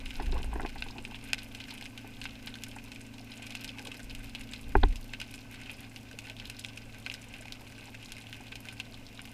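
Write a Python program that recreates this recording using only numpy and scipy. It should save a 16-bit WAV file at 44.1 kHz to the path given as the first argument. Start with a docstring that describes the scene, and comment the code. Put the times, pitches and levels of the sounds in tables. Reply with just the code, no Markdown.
"""Under water among rocks, heard from inside a diver's sealed camera housing.
Snapping shrimp crackle near and far: each snap is a spike with scatter and echoes, coloured by the case.
The camera hums as a few wavering sines, water rumbles as swelling noise and small bubbles ring.
The diver's gear taps and rubs on the housing, exciting its modes; later two heavy bumps sway the camera."""
import sys
import numpy as np
from scipy import signal
from scipy.fft import rfft, irfft, next_fast_len
from scipy.io import wavfile
from scipy.ndimage import map_coordinates

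SR = 44100
rng = np.random.default_rng(int(sys.argv[2]) if len(sys.argv) > 2 else 0)


def persist_wave(psi):
    """Save psi, clipped to +-1, as 16-bit WAV."""
    counts = np.round(np.clip(psi, -1, 1) * 32767).astype(np.int16)
    wavfile.write(sys.argv[1], SR, np.atleast_2d(counts).T)


N = 411453


def amp(db):
    """Amplitude factor of a level in dB."""
    return 10 ** (np.asarray(db) / 20)


def unit(x):
    """x scaled to rms 1."""
    return x / np.sqrt(np.mean(x ** 2) + 1e-20)


def along(points, hz):
    """Values at hz, interpolated between (Hz, value) points on a log axis."""
    f, v = np.transpose(points)
    return np.interp(np.log(hz + 1), np.log(f + 1), v)


def curve(rows):
    """One value per sample from (seconds, value) rows."""
    return np.interp(np.arange(N) / SR, *np.transpose(rows))


def wobble(rate):
    """A smooth random curve, rate knots a second."""
    knots = rng.standard_normal(int(N * rate / SR) + 4)
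    return map_coordinates(knots, [np.arange(N) * rate / SR])


def filtered(x, response):
    """x with its spectrum multiplied by a response of frequency."""
    size = next_fast_len(len(x) + SR // 10)
    hz = np.fft.rfftfreq(size, 1 / SR)
    return irfft(rfft(x, size) * response(hz), size)[:len(x)]


def noise(spectrum):
    """Coloured noise of rms 1."""
    return unit(filtered(rng.standard_normal(N), lambda hz: amp(along(spectrum, hz))))


def add(track, s, sound):
    """Mix a sound into the track at s seconds."""
    part = track[max(round(s * SR), 0):][:len(sound)]
    part += sound[:len(part)]


def ticks(rate, spread_db, limit_db):
    """Random impulses, rate a second: many weak ones, few strong, those over the limit left out."""
    size_db = spread_db * rng.exponential(size=N)
    present = (rng.random(N) < rate / SR) * (size_db < limit_db)
    return present * amp(size_db) * rng.choice([-1, 1], N)


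def gestures(rows, rise_db_per_s, fall_db_per_s, rest_db=-120):
    """Gain of (start, length, dB) gestures that rise ahead of the start, hold and fall, over a resting level."""
    t = np.arange(N) / SR
    power = amp(rest_db) ** 2
    for s, length, db in rows:
        before, after = np.maximum(s - t, 0), np.maximum(t - s - length, 0)
        power = power + amp(db - rise_db_per_s * before - fall_db_per_s * after) ** 2
    return np.sqrt(power)


def water(calm_db=-56.5, push_db_per_s=124, settle_db_per_s=35, floor_db=-54):
    """Rumbling noise that swells as the diver's movements push water on the housing, over steady noise."""
    # Each row: start in seconds, length in seconds, rumble level in dB.
    moves = [(0, .08, -42.5), (.27, 0.055, -28), (1.1, .1, -49), (2.17, 0.14, -48), (4.05, 0.24, -44.5),
             (4.68, .06, -38.5), (6.42, .06, -51.5), (7.28, .06, -56)]
    # Spectrum of the rumble against the housing. 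Each row: frequency in Hz, relative level in dB per Hz.
    rumble = [(8, -11), (20, 4), (36, -11), (55, -5), (80, -25), (200, -31), (500, -44), (1500, -92)]
    # Spectrum of the steady background. Each row: frequency in Hz, relative level in dB per Hz.
    background = [(20, 2), (60, -2.5), (110, 0.5), (170, -5.5), (260, -1.5), (340, -8), (520, -11),
                  (780, -12.5), (1200, -20), (2600, -29.5), (5000, -23), (9000, -29.5), (15000, -33.5)]
    swell = gestures(moves, push_db_per_s, settle_db_per_s, calm_db)
    return swell * noise(rumble) + amp(floor_db) * noise(background)


def hum(waver_db=0.5, drift_radians=0.12):
    """The camera's hum: sine lines, each wavering a little in level and phase."""
    # Lines of the hum, the lowest first. Each row: frequency in Hz, rms level in dB before the changes below.
    lines = [(111.7, -55), (195.5, -82), (223.4, -58), (249.4, -58), (275.4, -58.5), (446.6, -80),
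             (13906, -94)]
    # Level change shared by all but the lowest line. Each row: time in seconds, change in dB.
    overtones = [(0, 0.5), (4.5, 1.7), (6, -2), (7.5, -5), (9.3, -2)]
    t, upper_db = np.arange(N) / SR, curve(overtones)
    out = np.zeros(N)
    for k, (hz, db) in enumerate(lines):
        level_db = db + (k > 0) * upper_db + waver_db * wobble(2.08)
        phase = 2 * np.pi * (hz * t + rng.random()) + drift_radians * wobble(2.68)
        out += np.sqrt(2) * amp(level_db) * np.sin(phase)
    return out


def case_response(size=4096):
    """What a pressure spike in the water becomes inside the case: a causal colour plus wall resonances."""
    # Colour of a snap through the case. Each row: frequency in Hz, relative level in dB.
    colour = [(200, -39), (500, -16), (800, -5), (1250, -14), (1900, -10.5), (2600, 0), (3400, -5.5),
              (4200, -6), (4650, -11), (5700, -14), (8500, -20.5), (9800, -21), (11300, -29), (12400, -25),
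              (15000, -39.5)]
    # Narrow rings of the case wall. Each row: frequency in Hz, width in Hz, level in dB against the colour there.
    wall = [(1537, 69, 11.5), (5057, 150, 3.5), (2084, 125, -8.5)]
    hz = np.fft.rfftfreq(size, 1 / SR)
    # folding the cepstrum puts the energy as early as the colour allows
    cepstrum = irfft(np.log(amp(along(colour, hz))))
    causal = np.exp(rfft(2 * cepstrum[:size // 2], size))
    rings = sum(amp(db) * 1j * hz * width / (centre ** 2 - hz ** 2 + 1j * hz * width)
                for centre, width, db in wall)
    return irfft(causal * (1 + rings))[:size // 2]


def snap(case, treble_db, centre_hz, focus_db, rocks_db, scatter_db=0, rocks_t60=0.059, scatter_t60=0.0051,
         surface_db=-13, shelf_hz=5000, dull_hz=7000, focus_octaves=0.39):
    """A collapsing bubble: a spike, scatter close by, dull rock echoes and an inverted copy from the surface."""
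    t = np.arange(len(case)) / SR
    scatter = rng.standard_normal(len(t)) * amp(-60 * t / scatter_t60) * (1 - np.exp(-t / 0.00042))
    rocks = rng.standard_normal(len(t)) ** 3 * amp(-60 * t / rocks_t60)  # cubed: a few echoes stand out
    direct = amp(scatter_db) * scatter / np.linalg.norm(scatter)
    direct[0] += 1
    direct[round(rng.uniform(.004, .018) * SR)] -= amp(surface_db)
    size = 2 * len(case)
    hz = np.fft.rfftfreq(size, 1 / SR)
    echoes = amp(rocks_db) * rfft(rocks / np.linalg.norm(rocks), size) / (1 + 1j * hz / dull_hz)
    # the claw and its crevice favour one band
    focus = np.exp(-.5 * (np.log2((hz + 1) / centre_hz) / focus_octaves) ** 2)
    treble_shelf = hz ** 4 / (hz ** 4 + shelf_hz ** 4)
    colour = amp(focus_db * focus + treble_db * treble_shelf)
    sound = irfft((rfft(direct, size) + echoes) * rfft(case, size) * colour)
    sound = np.roll(sound, SR // 1000)  # 1 ms later
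    return sound / np.abs(sound).max()


def ticking(case, centre_hz, range_octaves, treble_db, spread_db, limit_db, count):
    """Shrimp in the middle distance, rms 1: separate snaps, each in a band of its own."""
    out = np.zeros(N)
    for when, size, band in rng.random((count, 3)):
        hz = centre_hz * 2 ** (range_octaves * (band - .5))
        db = min(-spread_db * np.log(1 - size), limit_db)
        add(out, when * N / SR, amp(db) * snap(case, treble_db, hz, focus_db=14, rocks_db=3.0))
    return unit(out)


def colony(case, rate=900, count=8):
    """Frying sound, rms 1: dense impulses from far patches of rock, each patch with its own echoes."""
    frying = np.zeros(N)
    for _ in range(count):
        impulses = ticks(rate / count, 3.7, 15)
        patch = unit(snap(case, -12.5, 2400, focus_db=5, rocks_db=8))
        frying += signal.oaconvolve(impulses, patch)[:N]
    return unit(frying)


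def far_shrimp(case, lull_db=-55, volley_db_per_s=66):
    """Dull ticks of large shrimp and sharp ones of small shrimp over the frying of the far colony."""
    # Spells of louder crackle. Each row: start in seconds, length in seconds, gain in dB on the mix below.
    volleys = [(0, 0.41, -53), (.8, 0.084, -59.5), (1.25, 0.2, -56), (1.72, 0.065, -53), (2.42, 0.12, -56),
               (3.42, 0.47, -53), (4.25, 0.051, -53.5), (5.62, .15, -53), (6.4, 0.074, -54),
               (7.3, 0.14, -56.5), (8.35, 0.16, -58.5)]
    large = ticking(case, centre_hz=2810, range_octaves=1.5, treble_db=12.5, spread_db=5, limit_db=12, count=380)
    small = ticking(case, centre_hz=11500, range_octaves=1.42, treble_db=16.5, spread_db=5, limit_db=15, count=480)
    frying = colony(case) * amp(1.66 * wobble(17))
    mix = amp(-2) * large + amp(-10) * small + amp(-2.5) * frying
    return gestures(volleys, volley_db_per_s, volley_db_per_s, lull_db) * mix


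def bubble(hz, cycles=6, rise=0.1):
    """A bubble rings, 30 dB down after the given cycles, its pitch creeping up."""
    t = np.arange(SR // 10) / SR
    age = t * hz / cycles
    ring = np.sin(2 * np.pi * hz * t * (1 + rise * age / 2))
    return amp(-60 * age / 2) * (1 - np.exp(-t * hz)) * ring


def bubbling(level_db=1, faint_hz=740, size_db=9, count=650, stray_db=-58, flurry_db_per_s=136):
    """A few clear gulps of water among many faint ringing bubbles that swell in flurries."""
    # Small bubbles and gulps. Each row: start in seconds, level in dB before level_db, starting pitch in Hz.
    clear = [(0.903, -34.5, 910), (1.119, -32.5, 810), (1.723, -36, 860), (1.823, -35, 770),
             (2.484, -42, 850), (3.204, -38, 690), (3.395, -37.5, 710), (3.881, -37, 450), (6.14, -38, 460),
             (6.31, -39, 600), (7.407, -36, 610), (7.455, -35, 810)]
    # Flurries of faint bubbles. 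Each row: start in seconds, length in seconds, gain in dB on the faint bubbles.
    flurries = [(.35, 0.073, -40), (3.8, 0.11, -47.5)]
    gulps, faint = np.zeros(N), np.zeros(N)
    for s, db, hz in clear:
        add(gulps, s, amp(db + level_db) * bubble(hz))
    for when, size, pitch in rng.random((count, 3)):
        hz = faint_hz * 2 ** (1.5 * (pitch - .5))
        add(faint, when * N / SR, amp(size_db * size ** 2) * bubble(hz, cycles=13))
    return gulps + gestures(flurries, flurry_db_per_s, flurry_db_per_s, stray_db) * faint


def near_shrimp(case, plain_treble_db=-22, wet_db=4, usual_db=-28, nearness=0.58):
    """Single loud snaps, each with its own colour; the louder, the nearer and drier."""
    # The nearest shrimp. Each row: start in seconds, peak in dB, treble in dB on a scale where
    # plain_treble_db leaves it as it is, favoured frequency in Hz.
    snaps = [(0.0592, -32, -20, 2850), (0.1056, -30.5, -18, 2540), (0.661, -29, -14, 2330),
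             (0.822, -21, -27, 2780), (0.9817, -30.5, -22, 2560), (1.0499, -27, -21, 2570),
             (1.1445, -29, -43, 2790), (1.3315, -9.5, -13.5, 2220), (1.381, -31.5, -17, 2680),
             (1.5482, -29.5, -5, 2770), (1.602, -30, -16, 2540), (1.976, -28.5, -13, 2600),
             (2.2144, -26.5, -17, 3270), (2.24, -29.5, -3, 2800), (2.254, -22, -29, 2580),
             (2.472, -27.5, -22, 3730), (2.54, -29.5, -18, 3480), (2.6357, -21, 0.5, 2600),
             (2.917, -31.5, -10, 2550), (3.4665, -29, -8, 2600), (3.505, -31.5, -5, 3120),
             (3.5507, -23, -13, 2790), (3.644, -24.5, -5, 2500), (3.871, -27.5, -7, 2830),
             (4.149, -29, -1, 2800), (4.349, -23, -17, 3070), (4.5348, -26, -14, 2540),
             (4.9573, -30.5, 3, 2840), (5.135, -25, -28, 2660), (5.2006, -27, -9, 2260),
             (5.214, -23.5, -17, 2570), (5.339, -29.5, -7, 2580), (5.695, -28.5, -28, 2470),
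             (5.9606, -29.5, -11, 2680), (6.1877, -25, -5, 2680), (6.2978, -26, -12, 2900),
             (6.398, -28, -18, 3660), (6.498, -24, -2, 2580), (6.5934, -27, 15, 3660),
             (6.6466, -22.5, -15, 2670), (6.774, -30.5, -8, 2590), (7.0626, -22, -25, 2100),
             (7.0983, -23.5, -25, 2880), (7.114, -29.5, -30, 2370), (7.1395, -27, -5, 3870),
             (7.3381, -32, -14, 2300), (7.454, -36, -13, 2540), (7.522, -26.5, -6, 3860),
             (8.1194, -25.5, -4, 2650), (8.3269, -29, -14, 2470), (8.521, -32, -36, 2650),
             (8.5547, -29, -8, 2640), (8.6857, -27, -17, 2590), (8.799, -23, -15, 2960),
             (9.192, -30.5, -33, 2420)]
    out = np.zeros(N)
    for s, db, treble_db, hz in snaps:
        rocks_db = wet_db - nearness * (db - usual_db)
        add(out, s, amp(db) * snap(case, treble_db - plain_treble_db, hz, focus_db=9, rocks_db=rocks_db))
    return out


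def housing_ring(tilt_db, damping, vary_db=0.95, pivot_hz=850, swell_s=0.00049):
    """The housing's modes: a harder contact tilts them upward by tilt_db an octave, a lingering one damps them."""
    # Modes of the housing. Each row: frequency in Hz, level in dB before tilt and chance,
    # undamped time in seconds to fall 60 dB.
    housing = [(219, -29, 0.055), (295.5, -6.5, 0.14), (389, 4, 0.05), (809, 1, 0.035), (870, 3.5, 0.029),
               (1035, -9.5, 0.04), (1440, -8, 0.018), (1530, 5, 0.013), (1900, -13, 0.037),
               (2450, -13.5, 0.034)]
    t = np.arange(SR // 8) / SR
    modes = np.zeros(len(t))
    for hz, db, t60 in housing:
        level_db = db + tilt_db * np.log2(hz / pivot_hz) + vary_db * rng.standard_normal()
        modes += amp(level_db - 60 * damping * t / t60) * np.sin(2 * np.pi * hz * t)
    return modes * (1 - np.exp(-t / swell_s))


def knocks(level_db=-1, plain_db=-15, hardness=0.25, scuff_db=5, firm_db=-19, chatter_t60=0.07,
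           touch_s=0.004014, light_db=-25, heavy_db=-9, scuff_damping=2.0, soft_hz=3200):
    """Gear strikes the housing: light contacts scuff and chatter, firm ones let it ring."""
    # Gear touching the housing. Each row: time in seconds, peak in dB before level_db and the soft_hz
    # filter, hardness in dB on a scale where plain_db leaves the modes untilted.
    contacts = [(0.198, -24.5, 2), (0.22, -36.5, -15), (0.326, -32, -37), (0.441, -35, -2),
                (0.53, -27.5, -10), (0.558, -26, -6), (0.597, -23, 2), (0.633, -29, -22), (0.649, -24, -2),
                (0.757, -33, 2), (0.863, -37, -6), (2.045, -38.5, -12), (2.764, -34, 22), (4.752, -6, -13),
                (4.831, -19.5, 11), (4.835, -11.5, -16), (7.609, -42.5, 2), (7.881, -40, -1),
                (8.403, -41, 3)]
    out, t = np.zeros(N), np.arange(SR // 20) / SR
    for s, db, hard_db in contacts:
        light = np.interp(db, [light_db, heavy_db], [1, 0])
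        # the scuff builds up ahead of the blow itself
        force = rng.standard_normal(len(t)) * np.minimum(t / touch_s, 1) * amp(-60 * t / chatter_t60)
        force *= amp(light * scuff_db + (1 - light) * firm_db) / np.linalg.norm(force)
        force[round(touch_s * SR)] += 1
        ring = housing_ring(hardness * (hard_db - plain_db), 1 + light * scuff_damping)
        sound = signal.fftconvolve(force, ring)
        add(out, s - 0.707 * touch_s, amp(db + level_db) * sound / np.abs(sound).max())
    return filtered(out, lambda hz: 1 / (1 + (hz / soft_hz) ** 6))


def rubbing(slip_hz=2400, uneven_db=3, grip_db_per_s=400, lift_db_per_s=190):
    """Tiny slips of the sliding gear, at uneven pressure, excite the damped housing."""
    # Gear sliding on the housing. Each row: start in seconds, length in seconds, level in dB before unevenness.
    slides = [(.205, 0.012, -48), (.33, 0.068, -45), (.525, 0.077, -48.5), (.89, 0.23, -57.5),
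              (3.8, 0.11, -57.5)]
    slips = ticks(500, 4, 12)
    rasp = signal.oaconvolve(slips, housing_ring(tilt_db=-0.5, damping=2.7))[:N]
    pressure = gestures(slides, grip_db_per_s, lift_db_per_s) * amp(uneven_db * wobble(37.0))
    return pressure * unit(filtered(rasp, lambda hz: 1 / (1 + (hz / slip_hz) ** 6)))


def bumps(scratch_hz=3600, scratch_octaves=0.18, scratch_t60=0.0062, scratch_rise=0.0038):
    """A heavy bump scratches the case with a burst of narrow noise and sets the camera swaying."""
    # Heavy bumps. Each row: start in seconds, push gain in dB, push length in seconds, scratch gain in dB.
    heavy = [(4.759, -21, 0.0082, -44), (4.832, -20, 0.0096, -10.5)]
    # The camera sways on its mount. Each row: frequency in Hz, relative level in dB, seconds to fall 60 dB.
    mount = [(28.4, 0, 0.47), (42.4, 4.5, 0.29), (75.4, 0.5, 0.3)]
    out, t = np.zeros(N), np.arange(SR // 2) / SR
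    sway = sum(amp(db - 60 * t / t60) * np.sin(2 * np.pi * hz * t) for hz, db, t60 in mount)
    # the scratch builds up with the pressure, then dies
    stroke = np.minimum(t / scratch_rise, 1) ** 2 * amp(-60 * np.maximum(t - scratch_rise, 0) / scratch_t60)

    def scratch_band(hz):
        return np.exp(-.5 * (np.log2((hz + 1) / scratch_hz) / scratch_octaves) ** 2)

    for s, db, length, scratch_db in heavy:
        push = np.sin(np.pi * np.minimum(t / length, 1)) ** 2
        add(out, s, amp(db) * signal.fftconvolve(sway, push / push.sum()))
        grit = filtered(rng.standard_normal(len(t)), scratch_band)
        add(out, s, amp(scratch_db) * stroke * grit / np.abs(grit).max())
    return out


def scene():
    """All the sources as they sound inside the housing, in one channel."""
    case = case_response()
    shrimp = far_shrimp(case) + near_shrimp(case)
    gear = knocks() + rubbing() + bumps()
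    return (water() + hum() + shrimp + bubbling() + gear)[None]


def record(dry, top_hz=15200):
    """The camera's band limit: a very steep low-pass."""
    return np.array([filtered(x, lambda hz: 1 / np.sqrt(1 + (hz / top_hz) ** 120)) for x in dry])


dry = scene()
out = record(dry)
persist_wave(out)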